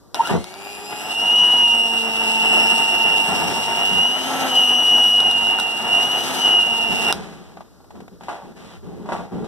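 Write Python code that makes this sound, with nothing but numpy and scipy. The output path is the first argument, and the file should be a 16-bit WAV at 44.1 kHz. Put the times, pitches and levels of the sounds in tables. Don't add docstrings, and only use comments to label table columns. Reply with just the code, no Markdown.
import sys
import numpy as np
from scipy import signal
from scipy.fft import rfft, irfft, next_fast_len
from scipy.io import wavfile
from scipy.ndimage import uniform_filter1d

SR = 44100
rng = np.random.default_rng(int(sys.argv[2]) if len(sys.argv) > 2 else 0)


def log_audio(samples):
    frames = np.atleast_2d(samples).T
    limited = np.clip(frames, -1, 1)
    pcm = np.round(limited * 32767).astype(np.int16)
    wavfile.write(sys.argv[1], SR, pcm)


N = 417627
TIME = np.arange(N) / SR
SWITCH_OFF_S = 7.127

# mode in Hz, width in Hz, gain in dB.
HOUSING_MODES = [(642, 200, -18.5), (905, 140, -8.5), (1359, 120, -10.5), (2867, 122.5, 2.5)]


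def from_db(db):
    return 10 ** (np.asarray(db) / 20)


def rms_one(x):
    return x / np.sqrt(np.mean(x ** 2) + 1e-20)


def in_time(rows):
    seconds, *columns = np.transpose(rows)
    return [np.interp(TIME, seconds, column) for column in columns]


def colour(x, spectrum):
    hz, db = np.transpose(spectrum)
    size = next_fast_len(N)
    grid = np.arange(size // 2 + 1) * SR / size + 1
    gain = from_db(np.interp(np.log(grid), np.log(hz), db))
    return irfft(rfft(x, size) * gain, size)[..., :N]


def drift(rate_hz):
    r = np.exp(-80 * np.pi * rate_hz / SR)
    slow = signal.lfilter([1], [1, -2 * r, r * r], rng.standard_normal(N // 40 + 2002))[2000:]
    return np.interp(np.arange(N) / 40, np.arange(len(slow)), rms_one(slow))


def ring(force, hz, t60):
    r, w = from_db(-60 / (t60 * SR)), 2 * np.pi * hz / SR
    return signal.lfilter([0, np.sin(w)], [1, -2 * r * np.cos(w), r * r], force + 1e-18)


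def grains(per_s, uneven_db):
    sizes = from_db(uneven_db * np.minimum(rng.exponential(1, (2, N)), 5))
    signs = rng.choice([-1, 1], (2, N))
    return rms_one(sizes * signs * (rng.random((2, N)) < per_s / SR))


def swells(rows, attack_s, t60):
    out = 0
    for start, length, *db in rows:
        rise = np.clip((TIME - start) / attack_s, 0, 1)
        fall = from_db(-60 * np.maximum(TIME - start - length, 0) / t60)
        out = out + from_db(db)[:, None] * rise * fall
    return out


def room_tone():
    # frequency in Hz, relative noise density in dB.
    spectrum = [(57, 0), (187, -3), (456, -8), (806, -19), (1414, -21.5), (2569, -38.5), (4631, -28),
                (8831, -35.5)]
    return from_db(-47.5) * rms_one(colour(rng.standard_normal((2, N)), spectrum))


def ticks():
    # start in seconds, relative level in dB, extra dB for the modes below 2 kHz.
    hits = [(0.1451, -13, -4), (0.273, -17.5, -3), (0.4426, -22, -6), (0.5406, -27.5, 0),
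            (5.2039, -14.5, -4.5), (5.3125, -15, -5.5), (5.47, -20, 3), (5.5874, -30, 15),
            (5.5998, -14, 1.5), (7.1259, -3.5, -8)]
    # mode in Hz, gain in dB, T60 in seconds.
    plastic_modes = [(978, -2.5, .02), (1440, 2, 0.014), (2600, -8.5, 0.0072), (3850, 3, 0.005),
                     (5120, 4, 0.0027), (8750, 0, 0.0046), (11300, -15.5, 0.0024)]
    starts, peak_db, body_db = np.transpose(hits)
    chance_db = rng.normal(0, 2, (len(starts), len(plastic_modes)))
    out = 0
    for k, (hz, mode_db, t60) in enumerate(plastic_modes):
        strike_db = peak_db + mode_db + chance_db[:, k] + body_db * (hz < 2000)
        clicks = np.zeros(N)
        clicks[np.round(starts * SR).astype(int)] = from_db(strike_db)
        out = out + ring(clicks, hz, t60)
    return out * from_db(-3.5)


def housing(force, modes, leak_db):
    out = from_db(leak_db) * force
    for hz, width, level_db in modes:
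        r = np.exp(-np.pi * width / SR)
        b = (1 - r * r) / 2 * np.array([1, 0, -1])
        a = [1, -2 * r * np.cos(2 * np.pi * hz / SR), r * r]
        stator = signal.lfilter(b, a, force)
        out = out + from_db(level_db) * signal.lfilter(b, a, stator)
    return out


def slot_whine(turn, throb, strength):
    # mode in Hz, width in Hz, gain in dB.
    flank_modes = [(890, 80, -22), (2835, 210, 1.5)]
    slots = np.sqrt(2) * np.sin(12 * turn) + 0.24 * np.sin(24 * turn) + 0.13 * np.sin(13 * turn)
    force = strength * from_db(1.34 * drift(15)) * (1 + throb) * slots
    return housing(force, HOUSING_MODES, leak_db=-27), housing(force, flank_modes, leak_db=-32)


def slot_overtones(turn, throb):
    # multiple of the shaft rate, relative level in dB.
    partials = [(12, -1), (24, 0.5), (36, -2.5), (48, -4.5), (60, -8)]
    angle = turn + .024 * drift(120)
    tones = sum(from_db(db + 2 * drift(9.2)) * np.sin(k * angle + 0.49 * throb) for k, db in partials)
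    eccentricity = 1 + 0.4 * (np.cos(turn) + 0.73 * np.cos(2 * turn))
    return tones * (1 + 0.28 * throb) * eccentricity


def unbalance(turn, shaft_hz, fourth_db):
    # multiple of the shaft rate, relative level in dB.
    partials = [(1, 1), (2, -5), (3, -4), (4, 0.5), (5, -14)]
    # frequency in Hz, gain in dB.
    radiation = [(150, -10), (205, -6.5), (228, -2), (242, -2), (262, 2.5), (390, 10), (450, -1.5),
                 (485, -6.5), (525, 4.5), (620, -18.5), (690, -1), (770, -3), (830, -1), (910, -0.5),
                 (970, -1.5), (1030, -23), (1130, -11.5), (1330, 11.5)]
    body_hz, body_db = np.transpose(radiation)
    shake = 0
    for k, db in partials:
        level_db = db + (k == 4) * fourth_db + np.interp(k * shaft_hz, body_hz, body_db)
        shake = shake + from_db(level_db + 2.47 * drift(9.6)) * np.sin(k * turn)
    return np.sqrt(2) * shake


def fan_and_brushes():
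    # frequency in Hz, relative noise density in dB.
    spectrum = [(42, -9.5), (81, -12), (148, -2), (252, -3.5), (400, -2.5), (570, -9.5), (721, 0.5),
                (894, -4.5), (1140, -10.5), (1612, -7.5), (2236, -7), (2872, -5.5), (3853, -8),
                (5408, -10.5), (7858, -15), (10677, -15.5), (13099, -23)]
    air = colour(rng.standard_normal((2, N)) + .5 * grains(900, uneven_db=1.5), spectrum)
    low = signal.sosfilt(signal.butter(2, 2400, fs=SR, output="sos"), air)
    fan = from_db(1.8 * drift(16)) * rms_one(low + 1.8 * housing(low, HOUSING_MODES, leak_db=-25))
    sparks = 1 + 0.067 * np.cos(2 * np.pi * 100 * TIME)
    hiss = from_db(-4.5 + 1.5 * drift(28)) * sparks * rms_one(air - low)
    return fan + hiss


def mixer():
    # time in seconds, shaft rate in Hz, slot force in dB, rush in dB.
    motor = [(0.145, 30, -30, -25.5), (0.175, 56.6, -18, -32.5), (0.205, 77.1, 3.5, -33.5),
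             (0.22, 94.4, -17, -32), (0.25, 123, -20, -31.5), (0.3, 143.6, -5, -24.5),
             (0.36, 170.9, -15, -40.5), (0.45, 182.5, -20, -40.5), (0.65, 202, -13.5, -38),
             (0.97, 209.6, -18, -33), (1.37, 243.4, -14, -27.5), (1.55, 242, -15, -27.5),
             (1.8, 230.1, -15.5, -31), (2.1, 225.2, -18, -29.5), (2.55, 222.7, -9, -24.5),
             (2.75, 227, -13.5, -25.5), (3.15, 226, -12, -26.5), (3.4, 225.8, -22, -25),
             (3.65, 228.6, -25.5, -27.5), (3.95, 233.7, -19, -26), (4.1, 245.1, -19.5, -28.5),
             (4.3, 266, -12, -25.5), (4.43, 266.2, -12, -22.5), (4.58, 248.5, -9, -25.5),
             (4.75, 243.1, -14.5, -27.5), (5.2, 241.5, -17, -27.5), (5.65, 225.7, -17.5, -29.5),
             (5.85, 229.7, -24.5, -30), (5.94, 231.9, -12.5, -26), (6.08, 242, -24.5, -25.5),
             (6.14, 245, -18.5, -26.5), (6.32, 259.5, -21.5, -24), (6.45, 248.7, -11, -23.5),
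             (6.65, 233.1, -18.5, -30), (6.9, 224.3, -15, -27.5), (7.1, 225.6, -13, -22.5)]
    # time in seconds, overtones in dB, shake
    # in dB, extra dB for its fourth multiple, share of the flank facing the ports.
    grip = [(0.3, -53, -49.5, -4, 0.98), (0.55, -46.5, -45.5, -3, .5), (0.9, -43.5, -41, 0, .3),
            (1.5, -43.5, -42.5, 8, .3), (2.1, -42, -30.5, -4.5, 0.7), (2.65, -34, -31, 0.5, .8),
            (3.0, -40.5, -37.5, 8, 0.61), (3.35, -36, -34, 1, 0.93), (3.9, -42.5, -39, 4.5, 1),
            (4.2, -43.5, -38, -4, 0.81), (4.45, -39.5, -30.5, -10, 0.42), (5.1, -36, -34.5, -10.5, .3),
            (5.4, -56.5, -37, 0, .45), (6.1, -42, -43, 0, 0.47), (6.35, -36.5, -35.5, -15, 0.53),
            (6.6, -53, -35, -3, 0.59), (7.12, -38.5, -32, -5.5, .5)]
    # frequency in Hz, depth of modulation.
    mains = [(50, 0.22), (100, 1.0), (200, 0.26), (300, 0.068)]
    shaft_hz, whine_db, rush_db = in_time(motor)
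    overtone_db, shake_db, fourth_db, facing = in_time(grip)
    switch_on_s, inertia_s = motor[0][0], .1
    shaft_hz = uniform_filter1d(shaft_hz, size=int(inertia_s * SR), mode="nearest")
    switching = [switch_on_s, switch_on_s + 0.0064, SWITCH_OFF_S - .02, SWITCH_OFF_S]
    on = np.interp(TIME, switching, [0, 1, 1, 0])
    turn = 2 * np.pi * np.cumsum(shaft_hz + 0.246 * drift(9.2)) / SR
    throb = sum(depth * np.cos(2 * np.pi * hz * TIME + 1.84 * drift(0.28)) for hz, depth in mains)
    front, flank = slot_whine(turn, throb, on * from_db(whine_db))
    overtones = from_db(overtone_db) * slot_overtones(turn, throb)
    shake = from_db(shake_db) * unbalance(turn, shaft_hz, fourth_db)
    rush = from_db(rush_db) * fan_and_brushes()
    return front, facing * flank, on * (overtones + shake), on * rush


def bowl():
    # start and length in seconds, then rumble, bowl ring and scrape in dB.
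    drags = [(.29, 0.073, -15.5, -27.5, -44), (3.27, 0.31, -26, -30, -53), (3.88, .12, -25.5, -44, -57),
             (6.88, 0.074, -24, -45, -60), (7.3, 0.23, -55, -68, -69), (7.55, 0.039, -50, -62, -80),
             (7.92, 0.11, -35.5, -57, -68), (8.11, .03, -37, -66, -62), (8.2, 0.13, -41, -50.5, -55.5),
             (8.42, 0.097, -37, -54, -61), (8.55, 0.21, -40.5, -49.5, -50), (8.82, 0.43, -31, -49.5, -61),
             (9.31, 0.13, -23, -43, -62)]
    # start in seconds, level in dB, brightness in dB, T60 in seconds (capped below).
    knocks = [(0.296, -22, -45, 0.16), (7.571, -36, -44, 0.051), (7.607, -35.5, -54, 0.061),
              (7.755, -61, -19, 0.05), (7.804, -52, -16, 0.042), (7.843, -51, -10, 0.043),
              (7.906, -42.5, -7, 0.058), (7.954, -48, -16, 0.18), (8.004, -43, -4, 0.041),
              (8.08, -38.5, -12, 0.032), (8.209, -39.5, -21, 0.053), (8.235, -51, 3, 0.16),
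              (8.284, -26.5, -41, 0.41), (8.344, -43, -11, 0.43), (8.423, -46, -33, 0.017),
              (8.844, -67, -22, 0.039), (8.892, -57, -26, 0.037), (9.058, -39, -35, 0.16),
              (9.089, -29.5, -48, 0.67), (9.121, -24, -28, 0.2), (9.163, -44, -17, 0.61),
              (9.32, -51, -43, 0.6), (9.444, -48, -1, .55)]
    # mode in Hz, gain in dB, T60 in seconds.
    steel_modes = [(690, 8.5, 0.034), (798.5, 8.5, 0.037), (889, 16, 0.013), (1040, -16, 0.042),
                   (1124, 0, 0.027), (1370, 4, 0.016), (1580, -8.5, 0.0051), (1922, -8, 0.06)]
    # frequency in Hz, relative density in dB.
    wood_spectrum = [(40, 2), (110, 1.5), (150, 7), (180, 14), (230, 7), (300, -1), (400, 5), (550, -8),
                     (1200, -64)]
    scrape_spectrum = [(900, -2.5), (1600, 1), (2500, -1), (3300, -3.5), (4200, -7.5), (5400, -10),
                       (9000, -15), (14000, -27)]

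    def steel(force):
        return sum(from_db(db) * ring(force, hz, t60) for hz, db, t60 in steel_modes)

    coast = swells([(SWITCH_OFF_S, 0, -26.5, -36.5, -39)], attack_s=.003, t60=1.2)
    rumble_gain, ring_gain, scrape_gain = swells(drags, attack_s=0.025, t60=0.19) + coast
    for start, peak_db, bright_db, t60 in knocks:
        age = np.maximum(TIME - start, 0)
        burst = (TIME >= start) * from_db(peak_db - 60 * age / np.clip(t60, .01, .6))
        ring_gain = ring_gain + burst
        scrape_gain = scrape_gain + burst * from_db(bright_db - age / 0.012)
    contacts = grains(1100, uneven_db=-1)
    first_touch = np.round(np.array(knocks)[:, 0] * SR).astype(int) + 1
    contacts[:, first_touch] = 13
    rings = steel(ring_gain * contacts) / np.std(steel(contacts[0]))
    rumble = rms_one(colour(grains(550, uneven_db=-2), wood_spectrum))
    dust = grains(5000, uneven_db=-8)
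    dust[:, first_touch] = 4
    scrape = rms_one(colour(dust, scrape_spectrum))
    return rings + rumble_gain * rumble + (scrape_gain + from_db(-17) * ring_gain) * scrape


def handling_noise():
    # start in seconds, length in seconds, level in dB.
    moves = [(.3, 0.076, -26.5), (1.4, 0.34, -52.5), (3.35, .2, -46), (3.6, .45, -46), (4.35, 0.18, -50.5),
             (4.8, 0.68, -44), (5.9, 0.45, -53.5), (6.65, 0.59, -47), (7.9, 0.36, -64), (7.3, 0.24, -60),
             (8.7, 0.48, -47)]
    thud_band = signal.butter(2, [55, 115], "band", fs=SR, output="sos")
    noise = signal.sosfilt(thud_band, rng.standard_normal((3, N)))
    thuds = noise[:2] + 0.72 * noise[2] * [[1], [-1]]
    at_rest = from_db(-57.5)
    return (at_rest + swells(moves, attack_s=.05, t60=0.17)) * rms_one(thuds)


def kitchen(x, t60=.15, wet_db=-14):
    age = np.arange(SR // 2) / SR
    echoes = rng.standard_normal(len(age)) * from_db(-60 * age / t60)
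    return from_db(wet_db) * signal.fftconvolve(x, echoes / np.sqrt(np.sum(echoes ** 2)))[:N]


def scene():
    # frequency in Hz, side to mid in dB.
    port_gap = [(40, -34), (300, -4.5), (600, -8), (1100, -14.5), (1700, -2.5), (4000, 0.5), (14000, 2)]
    direct_share = 0.3
    whine_front, whine_flank, tones, rush = mixer()
    tones = tones + ticks()
    direct, scattered = rush + bowl() + room_tone()
    across_ports = direct_share * (direct + tones) + np.sqrt(1 - direct_share ** 2) * scattered
    side = colour(across_ports, port_gap) + whine_flank
    mid = whine_front + tones + direct
    mid, side = mid + kitchen(mid), side + kitchen(mid)
    return np.array([mid + side, mid - side]) * from_db(-2.5) + handling_noise()


def record(dry):
    cross_feed, lag_s, blur_s, cutoff_hz = 0.73, 0.0004432, .000018, 14350
    dry = signal.sosfilt(signal.butter(2, 45, "high", fs=SR, output="sos"), dry)
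    taps = np.exp(-.5 * ((np.arange(41) / SR - lag_s) / blur_s) ** 2)
    late = signal.lfilter(taps / taps.sum(), [1], dry[::-1])
    wide = 1.2 * np.tanh((dry - cross_feed * late) / 1.2)
    return signal.sosfilt(signal.ellip(12, .5, 80, cutoff_hz, fs=SR, output="sos"), wide)


dry = scene()
out = record(dry)
log_audio(out)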